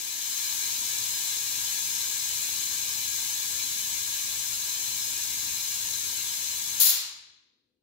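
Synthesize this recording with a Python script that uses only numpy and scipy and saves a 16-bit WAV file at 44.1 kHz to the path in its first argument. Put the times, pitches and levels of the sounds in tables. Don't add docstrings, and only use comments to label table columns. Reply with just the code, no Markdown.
import sys
import numpy as np
from scipy import signal
from scipy.fft import rfft, irfft
from scipy.io import wavfile

SR = 44100
rng = np.random.default_rng(int(sys.argv[2]) if len(sys.argv) > 2 else 0)


def natural_amplitude(level_db):
    exponent = np.asarray(level_db, float) / 20
    return 10 ** exponent


def waveform_to_disk(signal):
    frames = np.transpose(np.atleast_2d(signal))
    scaled = np.clip(frames, -1, 1) * 32767
    samples = np.round(scaled).astype(np.int16)
    wavfile.write(sys.argv[1], SR, samples)


N = 345170
TIME = np.arange(N) / SR
HZ = np.arange(N // 2 + 1) * SR / N + 1e-3

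# f/Hz, left level/dB, right level/dB
HISS_COLOUR = [(620, -94, -95), (820, -92.5, -93.5), (1400, -91, -93), (1950, -88, -90), (2550, -83, -84.5),
               (3250, -80.5, -83.5), (3800, -69.8, -72.5), (4300, -74.3, -76), (5600, -71.5, -76.5),
               (6500, -68.5, -75.5), (7800, -69, -75.5), (8600, -77.5, -79), (10000, -74.5, -77.5),
               (15500, -72, -79)]
# f/Hz, width/Hz, left rise over hiss/dB, right rise/dB,
# # left-right likeness (-1 to 1)
MODES_BELOW_2K = [(744, 20, 5, 9, 0.5), (878, 40, 10, 10, 0.7), (942, 55, 14, 14, 0.7), (1038, 34, 15, 11, 0.3),
                  (1126, 7, 12, 10, -0.5), (1172, 16, 14, 14, 0.3), (1230, 22, 12, 14, -0.6),
                  (1389, 19, 12, 14, 0), (1569, 19, 18, 15, 0.2), (1639, 16, 20, 20, 0.5),
                  (1719, 10, 17, 17, 0.6), (1755, 27, 16, 15, 0), (1824, 14, 10, 10, 0.1),
                  (1897, 14, 14, 11, -0.2)]
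MODES_2K_TO_3K3 = [(2074, 15, 16, 15, 0.5), (2111, 7, 12, 13, 0.2), (2139, 5, 16, 11, 0.5),
                   (2211, 57, 12, 8, 0.2), (2267, 17, 16, 8, 0.3), (2348, 17, 22, 18, -0.1),
                   (2474, 16, 15, 14, 0.5), (2573, 11, 16, 14, 0), (2735, 14, 14, 14, 0.4),
                   (2817, 26, 10, 7, 0.5), (2928, 49, 9, 10, 0.5), (3054, 14, 17, 18, 0.8),
                   (3108, 29, 9, 9, 0.4), (3205, 22, 9, 9, 0.3)]
MODES_3K3_TO_5K8 = [(3355, 37, 7, 10, 0.1), (3403, 16, 15, 12, 0.2), (3438, 17, 10, 9, 0.1),
                    (3482, 14, 5, 12, 0.1), (3577, 39, 7, 6, 0), (3836, 7, 8, 9, 0.2), (3995, 13, 11, 8, 0.7),
                    (4073, 34, 13, 10, 0.6), (4185, 16, 9, 6, 0.4), (4356, 26, 7, 6, 0.3), (4500, 21, 8, 5, -0.2),
                    (5160, 15, 12, 14, 0.3), (5200, 12, 12, 12, 0.4), (5687, 11, 8, 7, 0.5)]
MODES_5K8_TO_8K = [(5858, 14, 7, 8, -0.6), (5995, 25, 10, 8, -0.1), (6105, 25, 8, 2, 0.2),
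                   (6481, 77, 9, 5, -0.5), (6544, 105, 9, 4, -0.3), (7111, 30, 7, 3, -0.2),
                   (7197, 14, 12, 4, -0.5), (7437, 26, 8, 3, 0.1), (7599, 19, 1, 9, 0.3), (7842, 97, 5, 3, -0.5),
                   (7921, 24, 6, 9, -0.2), (7961, 15, 7, 10, -0.7)]
MODES_ABOVE_8K = [(8023, 32, 5, 8, -0.5), (8881, 68, 2, 7, 0.1), (9071, 36, 10, 0, -0.3),
                  (9714, 47, 11, 9, -0.6), (9781, 46, 9, 7, -0.4), (10902, 112, 4, 2, 0.3),
                  (11602, 94, 3, 4, 0), (12186, 79, 4, 2, 0.3), (12650, 126, 0, 5, -0.3), (13802, 32, 3, 6, 0),
                  (14992, 44, 6, 0, 0.1)]
# f/Hz, likeness (-1 to 1)
LIKENESS = [(60, 1), (130, 0.97), (290, 0.6), (640, 0.65), (1410, 1), (3100, 0.075), (6820, -0.35),
            (15000, 0.0076)]
# f/Hz, level/dB
VENT_COLOUR = [(35, -60.5), (60, -32), (500, -29), (750, -35), (1000, -28.5), (1750, -23), (2900, -16),
               (3500, -8.5), (4200, -4.5), (5800, -8.5), (7200, -4), (8600, -20), (9800, -3), (15700, -3.5)]
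# f/Hz, left over right level/dB
VENT_SIDE = [(60, 7.0), (200, 4.5), (380, 7.2), (1290, 4.0), (2380, 6.0), (4400, 4.5), (7200, 7.5),
             (8600, 1.5), (15000, 10.9)]
# t/s, rise/dB, length/s
SPURTS = [
    (6.803, 2, .002),
    (6.813, 5, .002),
    (6.822, 3, .003),
    (6.87, 3.5, .003),
    (6.897, 2.5, .015),
]
# t/s, peak level/dB, f/Hz, decay/s
KNOCKS = [
    (6.795, -48.5, 80.5, .012),
    (6.863, -52, 218, .010),
    (6.85, -51.5, 480, .012),
]
# f/Hz, time to fall by 60 dB/s, level/dB
ROOM_ECHO = [(125, .9, -15), (500, 0.97, -3), (1000, 0.87, 7), (2000, 0.86, 3.5), (3800, 0.83, -0.5),
             (5250, 0.7, -0.5), (7300, 0.53, -2.5), (8500, 0.5, 1.5), (10000, 0.43, -10),
             (13000, 0.3, -5.5)]
# f/Hz, left level/dB, right level/dB
RUMBLE_COLOUR = [(15, -105, -105), (30, -88.5, -96), (60, -81.5, -86.5), (113, -82, -82),
                 (180.4, -86, -94.5), (400, -110, -114)]
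# f/Hz, left level/dB, right level/dB
DRONE_COLOUR = [(100.5, -110, -114), (200, -84, -91), (320, -79, -87), (455, -89, -97.5), (502, -80.5, -81),
                (520, -96, -102), (1205, -115, -115)]
# f/Hz, level/dB
HUM = [(120, -65), (240, -67.5), (360, -72), (480, -75)]

LEVER_SHUT_S, VENT_OPEN_S, SHOP_FADE_OUT_S = 6.8, 6.797, 6.79
FADE_IN_S = 0.46


def filling():
    colour = natural_amplitude(at_hz(HISS_COLOUR)) / np.sqrt(1 + (500 / HZ) ** 8)
    ripple = reflections(ripple_db=2.1 / (1 + (2500 / HZ) ** 4), span_s=.011)
    hiss = colour * ripple * white(at_hz(LIKENESS)[0])
    sound = level_to(hiss + ringing(colour), 1200, 15500)
    sag_db = 0.24 * TIME
    fade_in_db = 4.5 * (1 - ramp(0, FADE_IN_S))
    shut_db = 904 * since(LEVER_SHUT_S)
    flutter_db = 0.13 * drift(7.8) + 0.15 * drift(69.0) + 0.11 * drift(.6)
    return natural_amplitude(-32 - sag_db - fade_in_db - shut_db + flutter_db) * sound


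def ringing(colour):
    out = np.zeros((2, len(HZ)), complex)
    shared = .8
    every_mode = MODES_BELOW_2K + MODES_2K_TO_3K3 + MODES_3K3_TO_5K8 + MODES_5K8_TO_8K + MODES_ABOVE_8K + faint_modes(count=16)
    for hz, width, left_db, right_db, alike in every_mode:
        near = slice(*np.searchsorted(HZ, [hz - 12 * width, hz + 12 * width]))
        real, imag = rng.standard_normal((2, 2, near.stop - near.start))
        one, other = (real + 1j * imag) * np.sqrt(N / 2)
        angle = np.arccos(np.clip(alike / shared, -1, 1))
        lag = np.exp(1j * rng.choice([-1, 1]) * angle)
        second = lag * (shared * one + np.sqrt(1 - shared ** 2) * other)
        drive = np.array([one, second])
        height = np.sqrt(natural_amplitude([[left_db], [right_db]]) ** 2 - 1)
        resonance = 1 / (1 + 1.3j * (HZ[near] - hz) / width) ** 2
        out[:, near] += height * drive * resonance
    return colour * out


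def faint_modes(count):
    low_hz, high_hz, top_rise_db = 3600, 8580, 5.5
    spread, width, left, right, alike = rng.random((count, 5)).T
    hz = low_hz * (high_hz / low_hz) ** ((np.arange(count) + spread) / count)
    width_hz = .004 * hz * (.3 + width)
    left_db = top_rise_db * (left + 1) / 2
    right_db = top_rise_db * (right + 1) / 2
    return list(zip(hz, width_hz, left_db, right_db, alike - .5))


def reflections(ripple_db, span_s):
    ripple = rfft(rng.standard_normal((2, N)) * np.exp(-TIME / span_s)).real
    return natural_amplitude(ripple_db * ripple / ripple.std())


def vent():
    colour = natural_amplitude(at_hz(VENT_COLOUR) + at_hz(VENT_SIDE) * [[.5], [-.5]])
    ripple = reflections(ripple_db=.9, span_s=.0015)
    jet = level_to(colour * ripple * white(.03), 9000, 15500)
    treble = irfft(rfft(jet) / (1 + (8600 / HZ) ** 8), N)
    open_s = np.minimum(since(VENT_OPEN_S), .4)
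    jet = jet - treble + natural_amplitude(2 - 35 * open_s) * treble

    hold_s, sag_db_per_s, release_db_per_s = 0.1, 13, 221.5
    level_db = -21.5 - sag_db_per_s * open_s - release_db_per_s * since(VENT_OPEN_S + hold_s)
    for start_s, rise_db, length_s in SPURTS:
        level_db = level_db + rise_db * np.exp(-((TIME - start_s) / length_s) ** 2)
    swing_db = -6.5 * ramp(6.865, .035) * np.array([[.5], [-.5]])
    sputter_db = .8 * drift(120.0) + 1.5 * drift(900.0)
    return ramp(VENT_OPEN_S, .006) * natural_amplitude(level_db + swing_db + sputter_db) * jet


def knocks():
    out = 0
    for start_s, db, hz, decay_s in KNOCKS:
        t = since(start_s)
        out = out + natural_amplitude(db) * np.sin(2 * np.pi * hz * t) * np.exp(-t / decay_s)
    return out


def room(x):
    tail = 0
    t = TIME[:2 * SR]
    centres = np.array(ROOM_ECHO)[:, 0]
    noise = white(.9 / (1 + (HZ / 500) ** 2))
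    for k, (hz, t60, level_db) in enumerate(ROOM_ECHO):
        share = np.interp(np.log(HZ), np.log(centres), np.arange(len(ROOM_ECHO)) == k)
        decay = natural_amplitude(-60 * t / t60) * (1 - np.exp(-t / 0.033))
        band = irfft(share * noise, N)[:, :len(t)]
        tail = tail + natural_amplitude(level_db) * decay / np.linalg.norm(decay) * band
    return signal.fftconvolve(x, tail, axes=1)[:, :N]


def shop():
    rise_db = -8.5 * (1 - ramp(.1, FADE_IN_S))
    gone_s, swell_db = since(SHOP_FADE_OUT_S), 1.15
    rumble_fade_db = np.maximum(-45.5 * gone_s, -34)
    drone_fade_db = np.maximum(-53.5 * gone_s, -17 - 7 * gone_s)
    low = natural_amplitude(-59 + rise_db + swell_db * drift(3.0) + rumble_fade_db)
    high = natural_amplitude(-65 + 0.27 * rise_db + swell_db * drift(3.0) + drone_fade_db)

    rumble = level_to(natural_amplitude(at_hz(RUMBLE_COLOUR)) * white(at_hz(LIKENESS)[0]), 30, 200)
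    drone = level_to(natural_amplitude(at_hz(DRONE_COLOUR)) * white(at_hz(LIKENESS)[0]), 200, 520)
    hum = 0
    for hz, db in HUM:
        tone = np.sin(2 * np.pi * hz * TIME + .9 * drift(0.93))
        hum = hum + natural_amplitude(db + 60.5 + 2.0 * drift(4.0)) * tone
    hum = hum * natural_amplitude([[2.2], [-2.2]])
    return low * (0.76 * rumble + hum) + 1.11 * high * drone


def at_hz(rows):
    f, *columns = np.transpose(rows)
    return np.array([np.interp(np.log(HZ), np.log(f), c) for c in columns])


def white(alike):
    mid, side = rfft(rng.standard_normal((2, N)))
    alike = np.clip(alike, -1, 1)
    return np.sqrt(.5 + .5 * alike) * mid + np.sqrt(.5 - .5 * alike) * side * [[1], [-1]]


def level_to(spectra, low, high):
    band = spectra.mean(axis=0)[(HZ > low) & (HZ < high)]
    return irfft(spectra, N) * N / np.sqrt(2 * np.sum(np.abs(band) ** 2))


def drift(rate_hz):
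    slow = irfft(rfft(rng.standard_normal(N)) / (1 + (HZ / rate_hz) ** 2), N)
    return slow / slow.std()


def ramp(start_s, length_s):
    return np.clip((TIME - start_s) / length_s, 0, 1)


def since(start_s):
    return np.maximum(TIME - start_s, 0)


def scene():
    hiss, blast = filling(), vent()
    spread = 0.84 * blast + 0.14 * blast[::-1]
    after = ramp(LEVER_SHUT_S, .021)
    hiss_tail = after * natural_amplitude(-5.5) * room(hiss)
    return hiss + blast + room(spread) + hiss_tail + knocks() + shop()


def roll_off(x):
    return signal.sosfilt(signal.butter(12, 15740, fs=SR, output="sos"), x)


def record(dry):
    rounded = .95 * np.tanh(dry / .95)
    low_pass = signal.ellip(12, .3, 70, 15740, fs=SR, output="sos")
    mix = signal.sosfilt(low_pass, rounded)
    return roll_off(mix)


dry = scene()
out = record(dry)
waveform_to_disk(out)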